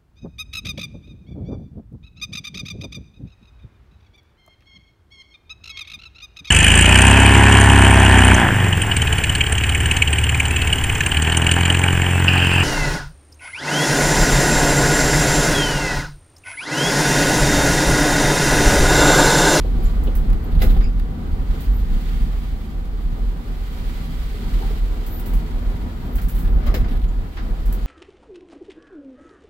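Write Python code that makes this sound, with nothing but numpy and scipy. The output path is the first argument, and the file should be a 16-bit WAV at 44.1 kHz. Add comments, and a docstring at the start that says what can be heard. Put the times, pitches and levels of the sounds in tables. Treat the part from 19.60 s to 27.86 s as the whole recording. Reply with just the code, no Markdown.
"""A deep boom fills the cab of a work truck rolling along a damp country road, swelling at each bump.
The tyres rumble and roar through the floor and hiss over wet patches: all are shaped noise.
Loose gear and trim knock, tick, clack, rattle and squeak: noise with quick fades or narrow pitches.
The hollow dashboard answers hard landings with short, fading sine tones."""
import sys
import numpy as np
from scipy import signal
from scipy.fft import rfft, irfft
from scipy.io import wavfile
from scipy.ndimage import uniform_filter1d

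SR = 44100
rng = np.random.default_rng(int(sys.argv[2]) if len(sys.argv) > 2 else 0)


def unload_wav(signal):
    """Save mono or channel-first audio to the path in sys.argv[1] as 16-bit WAV at rate SR, clipped to [-1, 1]."""
    wavfile.write(
        sys.argv[1],
        SR,
        np.round(np.clip(np.atleast_2d(signal).T, -1, 1) * 32767).astype(np.int16),
    )


N = 364266
TIME = np.arange(N) / SR
FREQS = np.maximum(np.fft.rfftfreq(N, 1 / SR), 1)   # Hz, kept above zero

# The wheels meet a bump or dip; each layer later shifts its own level.
# Each row: time of the height in seconds, boom level in dB, floor thud level in dB, length in seconds.
BUMPS = [(0.048, -14, -28, 0.054), (0.163, -12, -27, 0.027), (0.265, -8, -25, 0.026),
         (0.434, -11.5, -29, 0.1), (0.567, -10, -29, .04), (0.639, -10, -27, 0.046),
         (0.73, -7.5, -23.5, 0.059), (0.983, -5.5, -22, 0.068), (1.086, -5.5, -29, 0.045),
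         (1.183, -8.5, -27, 0.12), (1.732, -14, -25, 0.029), (1.814, -15, -42, 0.022),
         (1.905, -11.5, -35, 0.026), (2.117, -7.5, -30.5, 0.049), (2.208, -11.5, -36, 0.04),
         (2.343, -11, -41, 0.052), (2.558, -18, -30, 0.14), (2.666, -19, -35, 0.034),
         (3.446, -17, -49, 0.027), (3.538, -15.5, -25.5, 0.022), (3.66, -14.5, -33.5, 0.08),
         (4.658, -18, -31, 0.037), (4.956, -16, -42, 0.1), (5.286, -17.5, -37, 0.053),
         (5.757, -9.5, -29, 0.04), (6.081, -13, -31, 0.021), (6.562, -12.5, -26.5, 0.023),
         (6.65, -11, -29, 0.025), (6.761, -13, -35, 0.029), (6.862, -14.5, -28, 0.057),
         (6.954, -1.5, -37, 0.028), (7.091, -6, -43, 0.022), (7.22, -9.5, -24, 0.037),
         (7.437, -15, -36, 0.088), (7.605, -18, -32, 0.059), (7.918, -13.5, -44, 0.026)]
# The microphone swings from the road ahead to the side window.
# Each row: time in seconds, left minus right in dB in the midrange.
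HEADING = [(0.0, -5), (4.3, -5.5), (5.9, -1), (8.26, -0.5)]


def from_db(db):
    """Turn decibels into gain."""
    return 10 ** (np.asarray(db) / 20)


def rms_one(x):
    """Scale a sound to an average power of 1."""
    return x / np.sqrt(np.mean(x ** 2) + 1e-20)


def in_time(rows):
    """Draw straight lines between the rows and read each column at every sample."""
    s, *columns = np.transpose(rows)
    return [np.interp(TIME, s, column) for column in columns]


def over_hz(points):
    """Read a curve at every frequency, joining its points on a log pitch axis."""
    hz, value = np.transpose(points)
    return np.interp(np.log(FREQS), np.log(hz), value)


def colour(points):
    """Gain of a tone colour that falls away steeply beyond its end points."""
    skirts = np.minimum(FREQS / points[0][0], 1) * np.minimum(points[-1][0] / FREQS, 1)
    return from_db(over_hz(points)) * skirts ** 2


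def resonance(hz, width_hz):
    """Gain of a resonance: 1 at its pitch, about half at the edges of its width."""
    return 1 / (1 + ((FREQS ** 2 - hz ** 2) / (FREQS * width_hz)) ** 2)


def lifted(modes):
    """Gain of a flat response with resonances standing out of it."""
    return 1 + sum((from_db(db) - 1) * resonance(hz, width) for hz, width, db in modes)


def filtered(x, gain):
    """Apply a gain to every frequency of a sound."""
    return irfft(rfft(x) * gain, N)


def drift(rate_hz):
    """Random wandering with a spread of 1, smooth above the given rate."""
    return rms_one(filtered(rng.standard_normal(N), 1 / (1 + (FREQS / rate_hz) ** 2)))


def swells(rows):
    """Smooth rises and falls (middle in s, dB, length in s), added in power."""
    power = 0
    for s, db, length in rows:
        distance = (2 * (TIME - s) / length) ** 2
        power = power + from_db(2 * db) * np.exp(-np.minimum(distance, 20))
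    return np.sqrt(power)


def pan(left_db):
    """Gains of the two channels for a given left minus right in dB."""
    return from_db(np.array([[1], [-1]]) * left_db / 2)


def cab_noise(gain):
    """Noise filling the cab: long waves reach both sides alike, short ones do not."""
    # Likeness of left and right. Each row: frequency in Hz, correlation from -1 to 1.
    likeness = [(25, .997), (45, .997), (70, .98), (160, .96), (270, .82), (450, .62), (740, .14),
                (1220, -.2), (2000, -.03), (15000, 0)]
    alike = np.clip(over_hz(likeness), -1, 1)
    mid, side = rfft(rng.standard_normal((2, N))) * gain
    mid, side = mid * np.sqrt(1 + alike), side * np.sqrt(1 - alike)
    return rms_one(irfft(np.array([mid + side, mid - side]), N))


def steadied(x, span_s):
    """Even out the chance swells of a narrow noise."""
    power = uniform_filter1d(np.mean(x ** 2, axis=0), max(int(span_s * SR), 1), mode="wrap")
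    return x / np.sqrt(power + 1e-6)


def boom(bump_db, left_db, top_hz):
    """Engine and suspension shake the lowest modes of the cab; above top_hz little remains."""
    # Unevenness between bumps. Each row: time in seconds, boom level in dB around which it sways.
    ride_rows = [(0.0, -19), (1.2, -24.5), (1.35, -16), (1.55, -27), (1.9, -24.5), (2.4, -21),
                 (2.85, -20.5), (3.1, -23.5), (3.95, -24.5), (4.4, -24), (4.8, -21.5), (5.5, -22),
                 (6.0, -23), (6.45, -27.5), (6.7, -22), (7.2, -18.5), (7.7, -25.5), (8.1, -18.5)]
    # Air and body modes of the cab. Each row: pitch in Hz, width in Hz, relative level in dB.
    cab_modes = [(18.9, 17, -21.5), (32.8, 7.2, -5), (41, 4.4, -5), (47.8, 23.7, -11.5)]
    ride_db, = in_time(ride_rows)
    ride = from_db(ride_db + 2.5 * drift(rate_hz=6))   # chance sway with a spread of 2.5 dB
    jolts = swells((s, db + bump_db, length) for s, db, _, length in BUMPS)
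    modes = sum(from_db(db) * resonance(hz, width) for hz, width, db in cab_modes)
    shaken = np.hypot(ride, jolts) * steadied(cab_noise(modes), span_s=.08)
    inertia = 1 / np.sqrt(1 + (FREQS / top_hz) ** 10)
    return filtered(shaken, inertia) * pan(left_db)


def road(rumble_db, roar_db, flutter_db, thud_db, thud_hz):
    """Road texture rumbles through the floor and roars higher from the tread; bumps add deeper thuds."""
    # Roughness. Each row: time in seconds, floor rumble in dB, tread roar in dB (shifted below).
    roughness = [(0.0, -28, -42.5), (0.76, -30.5, -42.5), (1.1, -23.5, -40), (1.27, -28.5, -44),
                 (1.59, -29.5, -44.5), (2.14, -29.5, -44.5), (3.11, -33, -47.5), (3.55, -35, -45.5),
                 (4.6, -33.5, -46.5), (4.9, -31, -43), (5.38, -34.5, -44.5), (5.89, -31, -42),
                 (6.33, -30, -42.5), (6.8, -30.5, -43), (7.13, -27, -39.5), (7.52, -32, -44),
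                 (8.26, -34, -43.5)]
    # Tone colours. Each row: frequency in Hz, relative level in dB per Hz.
    rumble_colour = [(42, -19), (58, 1), (74, 0), (88, -2.5), (96, -5.5), (130, -12), (150, -9),
                     (205, -13.5), (238, -10.5), (275, -15), (330, -31.5), (520, -43.5)]
    roar_colour = [(200, -3), (310, 2.5), (400, -0.5), (490, -2.5), (620, -7), (780, -6), (870, -10.5),
                   (1000, -12.5), (1400, -13.5), (2200, -23.5), (5000, -43)]
    floor_db, tread_db = in_time(roughness)
    floor_gain = colour(rumble_colour)
    rumble = from_db(floor_db + rumble_db) * steadied(cab_noise(floor_gain), span_s=.12)
    roar = from_db(tread_db + roar_db) * cab_noise(colour(roar_colour))
    jolts = swells((s, db + thud_db, length) for s, _, db, length in BUMPS)
    deeper = floor_gain / np.hypot(1, FREQS / thud_hz)
    thuds = jolts * steadied(cab_noise(deeper), span_s=0.062)
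    flutter = from_db(flutter_db * drift(rate_hz=6.5))
    return flutter * (rumble * pan(left_db=0.5) + roar * pan(left_db=2.5)) + thuds


def wet_tyres(hiss_db, spray_db, puddle_db, splash_db, patter_db):
    """Water squeezed from the tread hisses, drops spray against the wheel arches; puddles swell both."""
    # Wetness. Each row: time in seconds, tyre hiss level in dB (shifted below).
    wetness = [(0.0, -60), (1.17, -64.5), (1.47, -65), (2.57, -58.5), (3.26, -64.5), (3.86, -62),
               (4.3, -56.5), (5.06, -58), (6.1, -60.5), (6.74, -63), (6.83, -64.5), (7.55, -64.5),
               (8.26, -60.5)]
    # Wetter patches. Each row: middle in seconds, level in dB (shifted below), length in seconds.
    puddle_rows = [(.27, -48, 0.11), (2.0, -48, 0.17), (2.5, -48.5, 0.19), (5.0, -43.5, 0.25)]
    # Tone colours. Each row: frequency in Hz, relative level in dB per Hz.
    hiss_colour = [(500, -7.5), (1000, -3.5), (2000, -1.5), (2650, -2.5), (3200, -1), (4600, -4),
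                   (5800, -13.5), (8000, -23), (16000, -37)]
    spray_colour = [(3000, -1), (5500, -4.5), (7200, 1), (10000, -2.5), (11100, -2), (11800, 4),
                    (12800, -0.5), (15800, 1.5)]
    wet_db, = in_time(wetness)
    puddles = swells(puddle_rows)
    hiss_level = np.hypot(from_db(wet_db + hiss_db), from_db(puddle_db) * puddles)
    spray_level = np.hypot(from_db(wet_db + spray_db), from_db(splash_db) * puddles)
    hiss = hiss_level * cab_noise(colour(hiss_colour)) * pan(left_db=-1.5)
    spray = spray_level * cab_noise(colour(spray_colour))
    return (hiss + spray) * from_db(patter_db * drift(rate_hz=28))


def random_contacts(per_s, range_db, fade):
    """Contacts at chance moments, up to range_db weaker than the strongest; fade is kept per sample."""
    chance, size = rng.random((2, N))
    contacts = (chance < per_s / SR) * from_db(-range_db * size)
    return signal.lfilter([1], [1, -fade], contacts + 1e-18)


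def rattle(size_db):
    """Small things jiggle on the dashboard: quick uneven contacts of very different strength."""
    # Each row: time of the height in seconds, level in dB, length in seconds.
    rattle_rows = [(.45, -66, 0.88), (.99, -40, 0.098), (1.13, -42, 0.15), (6.78, -45, 0.14),
                   (7.115, -42.5, 0.16), (7.33, -46, 0.26)]
    # Tone colour. Each row: frequency in Hz, relative level in dB.
    rattle_colour = [(1000, 2), (2100, 1), (3800, 2), (5200, -10), (6500, -19), (10000, -13), (12000, -7),
                     (15800, -12)]
    fade = from_db(-60 / (.06 * SR))   # each contact falls by 60 dB in 0.06 s
    rings = random_contacts(130, size_db, fade)
    return swells(rattle_rows) * rings * cab_noise(colour(rattle_colour)) * pan(left_db=-4.0)


def chatter(grain):
    """A landing breaks up into uneven contacts; grain is the share of power in them."""
    contact_s = .0018   # time in which a contact fades to about a third
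    bursts = rms_one(random_contacts(330, 10, np.exp(-1 / (contact_s * SR))))
    share = np.clip(grain, 0, 1)
    return np.sqrt(1 - share + share * bursts ** 2)


def blows(rows, gain, crack_db, grain):
    """A loose part lands with a brief crack and chatters; its dense modes die away in the cab."""
    rise_share, crack_s = .014, .003   # build-up as a share of ring time; crack fade in seconds
    envelope = np.zeros((2, N))
    for s, db, t60, left_db in rows:
        start = int(s * SR)
        age = np.maximum(TIME[start:][:SR] - s, 0)
        rise = 1 - np.exp(-age / (rise_share * t60))   # short rings build up fastest
        crack = from_db(crack_db) * np.exp(-age / crack_s)
        fading = from_db(db - 60 * age / t60)
        envelope[:, start:][:, :SR] += fading * (rise + crack) * pan(left_db)
    return envelope * chatter(grain) * cab_noise(gain)


def thumps(level_db):
    """Body panels thump dully: fading low noise without separate contacts."""
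    # Each row: start in seconds, level in dB before level_db, time to fade by 60 dB in seconds,
    # left minus right in dB.
    thump_rows = [(.045, -36, 0.2, 2), (.185, -37, 0.32, -1), (.468, -35, 0.26, 1), (1.016, -28, 0.22, -1),
                  (1.160, -35, 0.16, -1), (1.53, -45, 0.2, 4), (3.56, -43.5, 0.35, 1), (5.0, -38, .2, 1),
                  (7.142, -38, 0.1, 1)]
    # Tone colour. Each row: frequency in Hz, relative level in dB.
    thump_colour = [(220, -5.5), (420, 1), (530, -5), (660, -9), (780, -7), (950, -36)]
    return blows(thump_rows, colour(thump_colour), crack_db=-16, grain=0) * from_db(level_db)


def squeaks(level_db, slip_db):
    """Plastic trim rubs: uneven slips excite one narrow resonance for the length of each rub."""
    # Each row: start in seconds, level in dB before level_db, length in seconds, pitch in Hz,
    # width in Hz, left minus right in dB.
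    squeak_rows = [(0.223, -47.5, 0.035, 11750, 600, -10), (0.242, -49.5, 0.036, 7150, 300, 3),
                   (0.465, -42, 0.025, 3170, 1100, -3), (.834, -50, .02, 13200, 400, -9),
                   (1.075, -45, 0.046, 3680, 700, -1), (1.130, -50, 0.054, 3400, 800, -3),
                   (1.200, -51, .095, 4900, 300, 0), (1.226, -43, 0.053, 2490, 480, 1),
                   (1.234, -53, 0.018, 7100, 500, 2), (1.237, -50, .018, 4930, 320, -1),
                   (2.117, -48, .11, 14000, 600, 1), (4.835, -46, 0.037, 944, 120, 4),
                   (5.008, -43, 0.042, 860, 260, 13), (5.489, -41, .13, 13980, 260, -1),
                   (6.400, -60, 0.13, 14000, 260, 1), (6.512, -50, 0.074, 14100, 260, 1),
                   (6.870, -59, 0.13, 13800, 250, -1), (7.057, -40, .055, 1230, 200, 5),
                   (7.477, -55, .025, 7000, 600, 0)]
    out = np.zeros((2, N))
    slips = from_db(slip_db * drift(rate_hz=19))
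    for s, db, length, hz, width, left_db in squeak_rows:
        start, count = int(s * SR), int(length * SR)
        edges = np.clip([hz - width / 2, hz + width / 2], 20, .45 * SR)
        band = signal.butter(2, edges, "band", fs=SR, output="sos")
        noise = signal.sosfilt(band, rng.standard_normal((2, SR)))
        rub = rms_one(noise[:, -count:])   # the end, where the filter has settled
        arch = np.sin(np.linspace(0, np.pi, count))
        out[:, start:start + count] += from_db(db + level_db) * rub * arch * pan(left_db)
    return out * slips


def ticks(level_db):
    """Small hard parts tick: bright fading noise with a strong first crack."""
    # Each row: start in seconds, level in dB before level_db, time to fade by 60 dB in seconds,
    # left minus right in dB.
    tick_rows = [(.436, -43.5, 0.13, -6), (.553, -37, 0.17, -4), (.702, -45, .02, -5),
                 (.730, -43, 0.023, -3), (1.020, -32, 0.24, -5), (1.102, -47, 0.25, -4),
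                 (1.168, -55, 0.1, -4), (1.397, -47, 0.012, -13), (2.005, -41, 0.26, -3),
                 (5.463, -38, 0.2, -2), (5.597, -39.5, 0.13, -2), (5.660, -39, 0.23, -2),
                 (5.736, -40, 0.2, -2), (6.556, -37.5, 0.19, -1), (6.615, -41, 0.23, -2),
                 (6.684, -37, 0.27, 1), (6.750, -44, 0.28, 0), (6.786, -44, 0.37, -1),
                 (7.063, -44, 0.067, -6), (7.141, -40, 0.18, -13), (7.300, -57, .06, -2),
                 (8.057, -42, 0.16, -1), (8.125, -38, 0.17, -1)]
    # Tone colour. Each row: frequency in Hz, relative level in dB.
    tick_colour = [(1500, 4.5), (3500, -7), (5800, -7.5), (8300, -4), (11000, -1.5), (12200, 6.5),
                   (14000, 0), (15800, 8.5)]
    return blows(tick_rows, colour(tick_colour), crack_db=-1, grain=.08) * from_db(level_db)


def clacks(level_db):
    """Dull plastic clacks: fading midrange noise with a weak first crack."""
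    # Each row: start in seconds, level in dB before level_db, time to fade by 60 dB in seconds,
    # left minus right in dB.
    clack_rows = [(.468, -61, 0.13, -3), (.702, -47, .025, -5), (.730, -46, 0.032, -8),
                  (.955, -56, 0.06, -2), (1.165, -49, .08, -5), (1.206, -47.5, 0.2, -2),
                  (1.397, -47.5, 0.028, -12), (6.580, -46, 0.22, 0), (6.845, -49.5, 0.14, -1),
                  (7.005, -52, 0.87, 3), (7.243, -48, 0.12, 2), (7.283, -50.5, 0.13, 3),
                  (7.768, -43, 0.25, 0)]
    # Tone colour. Each row: frequency in Hz, relative level in dB.
    clack_colour = [(400, 2), (900, 9), (1500, 11.5), (3200, 1), (4800, -3), (6500, -13), (9000, -27),
                    (15000, -28)]
    return blows(clack_rows, colour(clack_colour), crack_db=-14, grain=.15) * from_db(level_db)


def hollow_dashboard(contact_s):
    """The hollow dashboard rings as a fading sine, at a pitch set by where it is struck."""
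    # Each row: start in seconds, level in dB, pitch in Hz, time to fade by 60 dB in seconds,
    # left minus right in dB.
    hollow_rows = [(1.017, -20, 500, .075, 2), (4.742, -32, 417, 0.071, 2), (5.106, -22.5, 426, 0.059, -1),
                   (7.065, -25, 580, .06, 1), (7.141, -20, 549, .04, 3), (7.164, -20, 475, 0.058, 4)]
    out = np.zeros((2, N))
    for s, db, hz, t60, left_db in hollow_rows:
        start = int(s * SR)
        age = np.maximum(TIME[start:][:SR] - s, 0)
        ring = from_db(db - 60 * age / t60) * np.sin(2 * np.pi * hz * age)
        out[:, start:][:, :SR] += ring * (1 - np.exp(-age / contact_s)) * pan(left_db)
    return out


def knocks(level_db):
    """Heavy gear jumps and lands: fading noise that brings out the modes of the dashboard panels."""
    # Each row: start in seconds, level in dB before level_db, time to fade by 60 dB in seconds,
    # left minus right in dB.
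    knock_rows = [(1.018, -25, 0.18, 0.5), (1.062, -43, 0.12, 0), (1.102, -36, 0.12, 0),
                  (1.165, -56, 0.059, -2), (7.065, -33.5, 0.18, 2), (7.141, -25.5, 0.17, 2)]
    # Tone colour. Each row: frequency in Hz, relative level in dB.
    knock_colour = [(150, -4), (370, 4), (520, 3), (700, 0), (1300, -3), (2100, 1), (4000, -6),
                    (5200, -11.5), (6500, -15), (10300, -38), (11900, -6), (13000, -26), (15800, -9)]
    # Panels of the dashboard. Each row: pitch in Hz, width in Hz, lift in dB.
    panel_modes = [(510, 35, 12), (600, 39, 6), (800, 38, 8), (1230, 62, 6), (1584, 170, 3.5),
                   (2040, 86, 5.5), (2180, 40, 3), (2970, 73, 2), (3950, 180, 5.5), (5080, 92, 12.5),
                   (7130, 190, 13)]
    gain = colour(knock_colour) * lifted(panel_modes)
    return blows(knock_rows, gain, crack_db=-7, grain=0.2) * from_db(level_db)


def standing_waves(x):
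    """Sound bouncing between glass, roof and seats grows stronger at certain pitches."""
    # Each row: pitch in Hz, width in Hz, lift in dB.
    wave_modes = [(152.4, 9.8, 4), (200, 32, 3.5), (235, 13.4, 3), (433, 31, 3), (805, 106, 2.5),
                  (961, 52, 7), (1203, 164, 5), (1470, 98, 3), (2000, 550, 3.5), (3120, 130, 2)]
    return filtered(x, lifted(wave_modes))


def turned(x, middle_hz, width_hz):
    """As the microphone turns, the midrange of the road noise moves from the right toward the centre."""
    left_db, = in_time(HEADING)
    return x + filtered(x, resonance(middle_hz, width_hz)) * (pan(left_db) - 1)


def reflected(x, echo_db, t60_s, count):
    """Glass and doors return short waves as quick echoes, different ones on each side."""
    response = np.zeros((2, N))
    for side in response:
        delays = rng.uniform(.002, t60_s / 2, count)   # seconds
        signs = rng.choice([-1, 1], count)
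        side[(delays * SR).astype(int)] = signs * from_db(echo_db - 60 * delays / t60_s)
    short_waves = FREQS ** 2 / (FREQS ** 2 + 400 ** 2)
    return filtered(x, 1 + rfft(response) * short_waves)


def cab_echoes(x):
    """The pattern of echoes changes as the microphone swings toward the side window."""
    heading, = in_time(HEADING)
    swung = (heading - heading.min()) / (np.ptp(heading) + 1e-9)   # 0 ahead, 1 aside
    ahead = reflected(x, echo_db=-16, t60_s=.09, count=28)
    aside = reflected(x, echo_db=-16, t60_s=.09, count=28)
    return (1 - swung) * ahead + swung * aside


def scene():
    """Add up the ride and the gear that it shakes."""
    deep = boom(bump_db=-1.0, left_db=-1.0, top_hz=50.6)
    rolling = road(rumble_db=0.43, roar_db=2.0, flutter_db=1.12, thud_db=-1.5, thud_hz=148)
    rolling = rolling + wet_tyres(hiss_db=10.0, spray_db=6.0, puddle_db=-2.0, splash_db=-6.5, patter_db=0.89)
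    rolling = turned(standing_waves(rolling), middle_hz=1260, width_hz=670)
    gear = rattle(size_db=18.0) + thumps(level_db=5.5) + ticks(level_db=3.5) + clacks(level_db=9.0)
    gear = gear + hollow_dashboard(contact_s=0.0024) + knocks(level_db=0.5)
    trim = reflected(squeaks(level_db=-1.5, slip_db=1.0), echo_db=-13.0, t60_s=0.15, count=60)
    return deep + cab_echoes(rolling + gear) + trim


def record(dry):
    """The microphone's two ports differ in bass phase; the extremes are cut and peaks rounded."""
    ports = np.exp(1j * np.arctan(15 / FREQS) * [[0], [1]])
    low_cut = 1 / np.sqrt(1 + (15 / FREQS) ** 8)   # below 15 Hz
    picked_up = filtered(dry, ports * low_cut)
    rounded = picked_up / (1 + (picked_up / .85) ** 6) ** (1 / 6)   # stays below 0.85
    top_cut = 1 / np.sqrt(1 + (FREQS / 15850) ** 400)   # very steep, above 15850 Hz
    return filtered(rounded, top_cut)


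dry = scene()
out = record(dry)
unload_wav(out)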